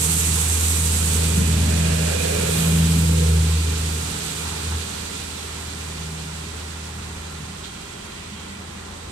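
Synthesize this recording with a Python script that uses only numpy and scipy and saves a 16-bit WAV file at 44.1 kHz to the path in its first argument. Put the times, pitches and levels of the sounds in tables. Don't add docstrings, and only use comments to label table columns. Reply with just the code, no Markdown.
import sys
import numpy as np
from scipy import signal
from scipy.fft import rfft, irfft, next_fast_len
from scipy.io import wavfile
from scipy.ndimage import map_coordinates

SR = 44100
rng = np.random.default_rng(int(sys.argv[2]) if len(sys.argv) > 2 else 0)


def log_audio(samples):
    frames = np.atleast_2d(samples).T
    limited = np.clip(frames, -1, 1)
    pcm = np.round(limited * 32767).astype(np.int16)
    wavfile.write(sys.argv[1], SR, pcm)


N = 401751
T = np.arange(N) / SR
SIZE = next_fast_len(N)
FREQS = np.maximum(np.fft.rfftfreq(SIZE, 1 / SR), 1)

SPEED_M_PER_S = 8.3
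LAST_BOGIE_S = 3.05
LAST_CAR_S, SPREAD_M = 3.56, 11.27
ENGINE_DISTANCE_M = 2.26


# (time [s], rate [Hz])
FIRING_RATE = [(0, 80.65), (1.9, 81.13), (2.85, 81.94), (3.45, 79.8), (4.4, 79.9), (5.8, 79.06),
               (7.6, 79.57), (8.3, 80.9), (9.11, 83.8)]
# (time [s], level before trim [dB])
FIRING_TONE = [(0.0, -27.5), (0.6, -21.5), (1.0, -23), (1.6, -19.5), (2.35, -28.5), (2.62, -29.5),
               (2.7, -22.5), (3.42, -17.5), (4.0, -28.5), (4.3, -42), (4.45, -33), (4.55, -36),
               (4.68, -27.5), (4.76, -25), (4.87, -39.5), (6.01, -36), (7.43, -38), (7.48, -41.5),
               (8.01, -51), (8.16, -44), (9.11, -41.5)]
# (time [s], level before trim [dB])
FIRING_OCTAVE = [(0.0, -34), (0.11, -26.5), (0.18, -33), (0.35, -29), (0.56, -50), (0.84, -28), (0.95, -39),
                 (1.03, -31), (1.36, -25), (1.58, -25), (1.63, -33), (1.83, -20.5), (1.95, -21.5),
                 (2.12, -29), (2.17, -41), (2.24, -28.5), (2.35, -31.5), (2.72, -17.5), (3.45, -23.5),
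                 (3.68, -34.5), (3.81, -31.5), (4.45, -39.5), (5.6, -55.5), (6.0, -35), (6.28, -36),
                 (6.6, -48.5), (7.4, -42), (7.9, -51.5)]
# (multiple of the firing rate, level against the engine level [dB])
ENGINE_ORDERS = [(3 / 2, -12.5), (2.2, -14), (7 / 2, -17), (5.1, -17.5)]
# (frequency [Hz], relative level per Hz [dB])
RUMBLE_SPECTRUM = [(20, -28), (45, -18), (65, -2.5), (105, 7.5), (140, 4), (190, 5.5), (240, 2.5),
                   (285, -5.5), (335, -6.5), (450, -12.5), (900, -31)]


def engines(tone_db=0.34, octave_db=-0.7, growl_db=-4.0, rumble_db=-1.0, throb=0.3, lope=0.079,
            waver_db=0.76, order_waver_db=2, lag_ms=0.23):
    firing_hz, = in_time(FIRING_RATE)
    first_db, = in_time(FIRING_TONE)
    second_db, = in_time(FIRING_OCTAVE)
    phase = 2 * np.pi * np.cumsum(firing_hz) / SR

    lag = 2 * np.pi * firing_hz * lag_ms / 1000 * swell(1.5, 1.6)
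    heard = phase - lag * np.array([[1], [0]])

    tone = from_db(first_db + tone_db + waver_db * drift(20)) * np.cos(heard)
    octave_level = from_db(second_db + octave_db + waver_db * drift(18))
    octave = octave_level * np.cos(2 * heard + 0.38 * drift(1.93))
    unevenness = 1 + lope * drift(3.1) * np.cos(phase / 3 + drift(1.96))
    drone = (tone - octave) * unevenness

    orders = sum(from_db(db + order_waver_db * drift(4)) * np.cos(multiple * heard + drift(2.5))
                 for multiple, db in ENGINE_ORDERS)
    rumble = from_db(rumble_db) * broad_noise(RUMBLE_SPECTRUM, flutter_db=1.5, rate=14)
    rumble = rumble * (1 + throb * np.cos(phase))
    block = np.sqrt(2) * orders + from_db(growl_db) * growl(phase) + rumble
    return np.sqrt(2) * drone + engine_level() * block


def growl(phase, count=30, step=10):
    sixths = np.arange(count) + 7
    gains = from_db(np.interp(sixths * FIRING_RATE[0][1] / 6, FREQS, over_hz(RUMBLE_SPECTRUM)))
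    lines = sum(gain * drift(3)[::step] * np.cos(k / 6 * phase[::step] + drift(2)[::step])
                for k, gain in zip(sixths, gains) if k % 6)
    return rms_one(signal.resample_poly(lines, step, 1)[:N])


# (time [s], level before the layer trims [dB])
ENGINES_ABREAST = [(0.15, -37.5), (1.55, -29.5), (2.87, -29)]


def engine_level(train_db=-44.0, fall=0.17):
    near = [from_db(db) * passing(s, ENGINE_DISTANCE_M) for s, db in ENGINES_ABREAST]
    return together(near + [from_db(train_db) * receding(fall)])


# (frequency [Hz],
# width [Hz], relative level [dB])
TRAIN_ROAR_MODES = [(282.5, 16, -1), (438, 49, 4), (472, 21, 0.5)]
# (time [s], half length [s], frequency [Hz], width [Hz], level [dB])
FAN_OUTLETS = [(1.3, 0.26, 463, 70, -38), (2.362, 0.14, 420, 27.78, -29), (2.379, 0.32, 483, 80, -30.5),
               (3.24, 0.13, 452, 64.81, -31.5)]
# (frequency [Hz], width [Hz], level before the left-right balance [dB])
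GRILLE_TONES = [(600, 17, -40.5), (704, 12, -46), (600, 150, -38), (1640, 430, -42.5), (2400, 68, -49),
                (2600, 670, -44.5)]


def fans(train_db=-39.5, fall=1.7, grille_s=2.12, grille_half_s=0.54, lag_ms=0.71):
    housing = rms_one(resonances(TRAIN_ROAR_MODES))
    abreast = swell(grille_s, 1.5)
    roar = np.sqrt(abreast) * noise(housing, lag_ms) + 0.9 * np.sqrt(1 - abreast) * noise(housing)
    outlets = sum(from_db(db) * swell(s, half) * doppler(noise(resonance(hz, width), lag_ms), s)
                  for s, half, hz, width, db in FAN_OUTLETS)
    grille = swell(grille_s, grille_half_s) * doppler(noise(resonances(GRILLE_TONES), lag_ms), grille_s)
    return from_db(train_db) * receding(fall) * roar + outlets + grille * from_db([[-3], [1]])


# (frequency [Hz], relative level per Hz [dB])
ROLL_SPECTRUM = [(200, -2.5), (400, 5), (560, 0.5), (700, -2), (850, -1), (1050, -1), (1200, -0.5),
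                 (1400, 2), (1750, -3.5), (2300, -9.5), (4000, -7.5), (9000, -37)]
# (frequency [Hz], relative level per Hz [dB])
RUSH_SPECTRUM = [(900, -18), (1600, -15), (2200, -8.5), (2600, 0.5), (3700, 2), (5000, 2.5), (7000, -6.5),
                 (10000, -12.5), (15500, -26)]
# (frequency [Hz], width [Hz], level against the air rush, before trim [dB])
WHINE_TONES = [(2390, 44, -21), (4090, 60, -24)]


def running_gear(roll_db=-37, roll_fall=0.45, bogie_db=-43, bogie_s=2.6, rush_db=-34.0, rush_fall=0.87,
                 alongside_db=2.5, whine_db=4.0):
    gone = np.tanh(SPEED_M_PER_S * (T - LAST_BOGIE_S) / ENGINE_DISTANCE_M)
    beside = from_db(alongside_db * (1 - gone) / 2)

    train_wheels = from_db(roll_db) * np.sqrt(beside) * receding(roll_fall)
    wheels = together([train_wheels, from_db(bogie_db) * swell(bogie_s, 0.092)])
    roll = wheels * broad_noise(ROLL_SPECTRUM, flutter_db=0.6, rate=16)
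    rush = broad_noise(RUSH_SPECTRUM, flutter_db=0.7, rate=28)
    whine = from_db(whine_db + 1.2 * drift(9)) * noise(resonances(WHINE_TONES))
    return roll + from_db(rush_db) * beside * receding(rush_fall) * (rush + whine)


# (time [s], half length [s], level [dB])
HISS_OUTLETS = [(0.0, 0.38, -24), (0.768, 0.52, -25.5), (2.45, 0.72, -33), (4.3, 0.31, -40.5)]
# (frequency [Hz], relative level per Hz [dB])
HISS_SPECTRUM = [(2500, -12), (5000, -5), (6500, -1), (8000, 0.5), (11500, 2), (15500, -1.5)]


def air_hiss(train_db=-36.0, fall=1.39):
    near = [from_db(db) * swell(s, half) for s, half, db in HISS_OUTLETS]
    level = together(near + [from_db(train_db) * receding(fall)])
    return level * broad_noise(HISS_SPECTRUM, flutter_db=0.82, rate=38)


# (time [s], half length [s], frequency [Hz], width [Hz], level [dB])
AIR_RUSHES = [(2.599, 0.094, 12700, 8300, -29.5), (2.78, 0.31, 14000, 7000, -32.5),
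              (2.62, 0.26, 3400, 1000, -37.5), (2.65, .3, 1440, 290, -48), (4.55, 0.75, 4000, 1600, -40),
              (4.4, 0.6, 1350, 320, -46), (8.3, 0.35, 2900, 1300, -48)]


def air_swells():
    return sum(from_db(db) * swell(s, half) * noise(resonance(hz, width))
               for s, half, hz, width, db in AIR_RUSHES)


# (time [s], half length [s], level on the right [dB])
FLARES = [(1.84, 0.027, -39), (2.19, 0.05, -41.5), (2.5, .2, -44)]


def whine_flares(hz=2440, width_hz=42, left_db=-4):
    level = sum(from_db(db) * swell(s, half) for s, half, db in FLARES)
    return level * noise(resonance(hz, width_hz), lag_ms=0.66) * from_db([[left_db], [0]])


# (time [s], half length [s], level [dB])
LOW_THRUMS = [(1.41, 0.041, -25), (1.72, 0.094, -28.5), (8.33, 0.035, -41.5), (8.75, 0.3, -44.5)]


def thrums(hz=194, width_hz=24):
    level = sum(from_db(db) * swell(s, half) for s, half, db in LOW_THRUMS)
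    return level * noise(resonance(hz, width_hz))


# (time [s], thud level [dB], clank level [dB])
RAIL_KNOCKS = [(4.45, -32, -33), (4.51, -46, -35), (4.71, -34, -30.5), (7.40, -32, -55)]


def knocks(rise_s=0.0047, ring_s=0.049):
    thud, clank = np.zeros((2, N))
    for s, thud_db, clank_db in RAIL_KNOCKS:
        blow = strike(s, rise_s, ring_s)
        thud += from_db(thud_db) * blow
        clank += from_db(clank_db) * blow
    clank_modes = [(880, 270, -6.5), (1460, 340, -9.5)]   # (Hz, width Hz, dB)
    return thud * noise(resonance(130, 80)) + clank * noise(resonances(clank_modes))


def air_puff(s=7.632, rise_s=.008, fall_s=.036, hz=3850, width_hz=1400, db=-32):
    return from_db(db) * strike(s, rise_s, fall_s) * noise(resonance(hz, width_hz))


# (time [s], length [s], peak level on the right before waver [dB])
WHEEL_SQUEALS = [(6.38, .17, -52), (7.61, .53, -49.3), (8.33, .05, -49.5)]


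def squeal(hz=3225, waver_hz=4, waver_db=1.4, left_db=-8, attack_s=.04, release_s=.09):
    level = 0
    for s, length, db in WHEEL_SQUEALS:
        attack = np.clip((T - s) / attack_s, 0, 1)
        release = np.exp(-np.maximum(T - s - length, 0) / release_s)
        level = level + from_db(db) * attack * release
    phase = 2 * np.pi * np.cumsum(hz + waver_hz * drift(12)) / SR
    return level * from_db(waver_db * drift(14)) * np.sin(phase) * from_db([[left_db], [0]])


# (frequency [Hz], width [Hz], level [dB], left minus right [dB])
STATION_HUMS = [(194.8, 5.3, -49.5, -3), (395, 16, -53, -3.5), (586, 24, -59, -0.5),
                (1035, 37, -56.5, -1.5), (1379, 9.2, -60, -6), (1945, 31, -59.5, 1)]
# (frequency [Hz], relative level per Hz [dB])
TOWN_SPECTRUM = [(20, -25), (58, 13), (110, -18), (200, -0.5), (330, -9), (750, -11), (3000, -22.5),
                 (15500, -34)]


def station(town_db=-48):
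    power = sum((from_db(db + pan_db / 2 * np.array([[1], [-1]])) * resonance(hz, width)) ** 2
                for hz, width, db, pan_db in STATION_HUMS)
    town = from_db(town_db) * broad_noise(TOWN_SPECTRUM, flutter_db=2.0, rate=7.2)
    return noise(np.sqrt(power)) + town


def receding(fall):
    gone_m = SPEED_M_PER_S * np.maximum(T - LAST_CAR_S, 0)
    return np.hypot(1, gone_m / SPREAD_M) ** -fall


def passing(s, distance_m):
    return 1 / np.hypot(1, SPEED_M_PER_S * (T - s) / distance_m)


def doppler(x, s):
    path_m = np.hypot(ENGINE_DISTANCE_M, SPEED_M_PER_S * (T - s))
    return np.array([np.interp(T - path_m / 343, T, channel) for channel in x])


def swell(s, half_length):
    return np.exp(-.5 * ((T - s) / half_length) ** 2)


def strike(s, rise_s, fall_s):
    age = np.maximum(T - s, 0)
    return (1 - np.exp(-age / rise_s)) * np.exp(-age / fall_s)


def together(gains):
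    return np.sqrt(sum(gain ** 2 for gain in gains))


def from_db(db):
    return 10 ** (np.asarray(db) / 20)


def rms_one(x):
    return x / np.sqrt(np.mean(x ** 2) + 1e-20)


def in_time(rows):
    s, *columns = np.transpose(rows)
    return [np.interp(T, s, column) for column in columns]


def over_hz(points):
    hz, value = np.transpose(points)
    return np.interp(np.log(FREQS), np.log(hz), value)


def drift(rate):
    knots = rng.standard_normal(4000)
    curve = map_coordinates(knots, [T[::100] * rate], order=3, mode="mirror")
    return rms_one(curve).repeat(100)[:N]


def resonance(hz, width_hz):
    detuning = (FREQS ** 2 - hz ** 2) / (FREQS * width_hz * 1.5)
    return rms_one(1 / (1 + detuning ** 2))


def resonances(modes):
    return together([from_db(db) * resonance(hz, width) for hz, width, db in modes])


# (frequency [Hz], correlation [-1 to 1])
CHANNEL_LIKENESS = [(100, 0.98), (220, 0.91), (330, 0.8), (450, -0.035), (600, -0.64), (900, 0.19),
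                    (1400, 0.14), (2000, -0.083), (2500, -0.38), (3500, 0.27), (4400, -0.3), (5400, 0.44),
                    (6400, -0.35), (7400, 0.26), (8500, -0.13), (12000, 0.073)]


def noise(gain, lag_ms=0):
    mid, side = rfft(rng.standard_normal((2, SIZE)))
    alike = np.clip(over_hz(CHANNEL_LIKENESS), -.995, .995)
    pair = np.sqrt((1 + alike) / 2) * mid + np.sqrt((1 - alike) / 2) * side * [[1], [-1]]
    if lag_ms:
        delay = np.exp(-2j * np.pi * FREQS * lag_ms / 1000 * [[1], [0]])
        pair = .5 * pair + np.sqrt(3 / 4) * mid * delay
    return irfft(pair * gain, SIZE)[:, :N]


def broad_noise(spectrum, flutter_db, rate):
    return noise(rms_one(from_db(over_hz(spectrum)))) * from_db(flutter_db * drift(rate))


def scene():
    train = engines() + fans() + running_gear() + air_hiss() + air_swells()
    details = whine_flares() + thrums() + knocks() + air_puff() + squeal()
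    return train + details + station()


# (frequency [Hz], gain [dB])
LEFT_RESPONSE = [(300, 0), (450, -1), (800, 4), (1500, -0.5), (2200, 4.5), (3000, -3), (4100, -4),
                 (5200, -7.5), (7500, -3), (9400, 0.5), (10500, 0.5), (11600, 3), (12800, -4),
                 (15500, -15.5)]
RIGHT_RESPONSE = [(300, 0), (480, -0.5), (750, 2), (1500, 0.5), (2200, 6.5), (3000, 3.5), (4500, 2.5),
                  (5200, -0.5), (6200, 7), (7400, 9.5), (8000, 13.5), (9300, 7), (11200, -6.5),
                  (13200, -8.5), (15500, -19)]


def record(dry, cutoff_hz=15730):
    ports = from_db([over_hz(LEFT_RESPONSE), over_hz(RIGHT_RESPONSE)])
    low_pass = np.clip((cutoff_hz - FREQS) / 150 + .5, 0, 1)
    return irfft(rfft(dry, SIZE) * ports * low_pass, SIZE)[:, :N]


dry = scene()
out = record(dry)
log_audio(out)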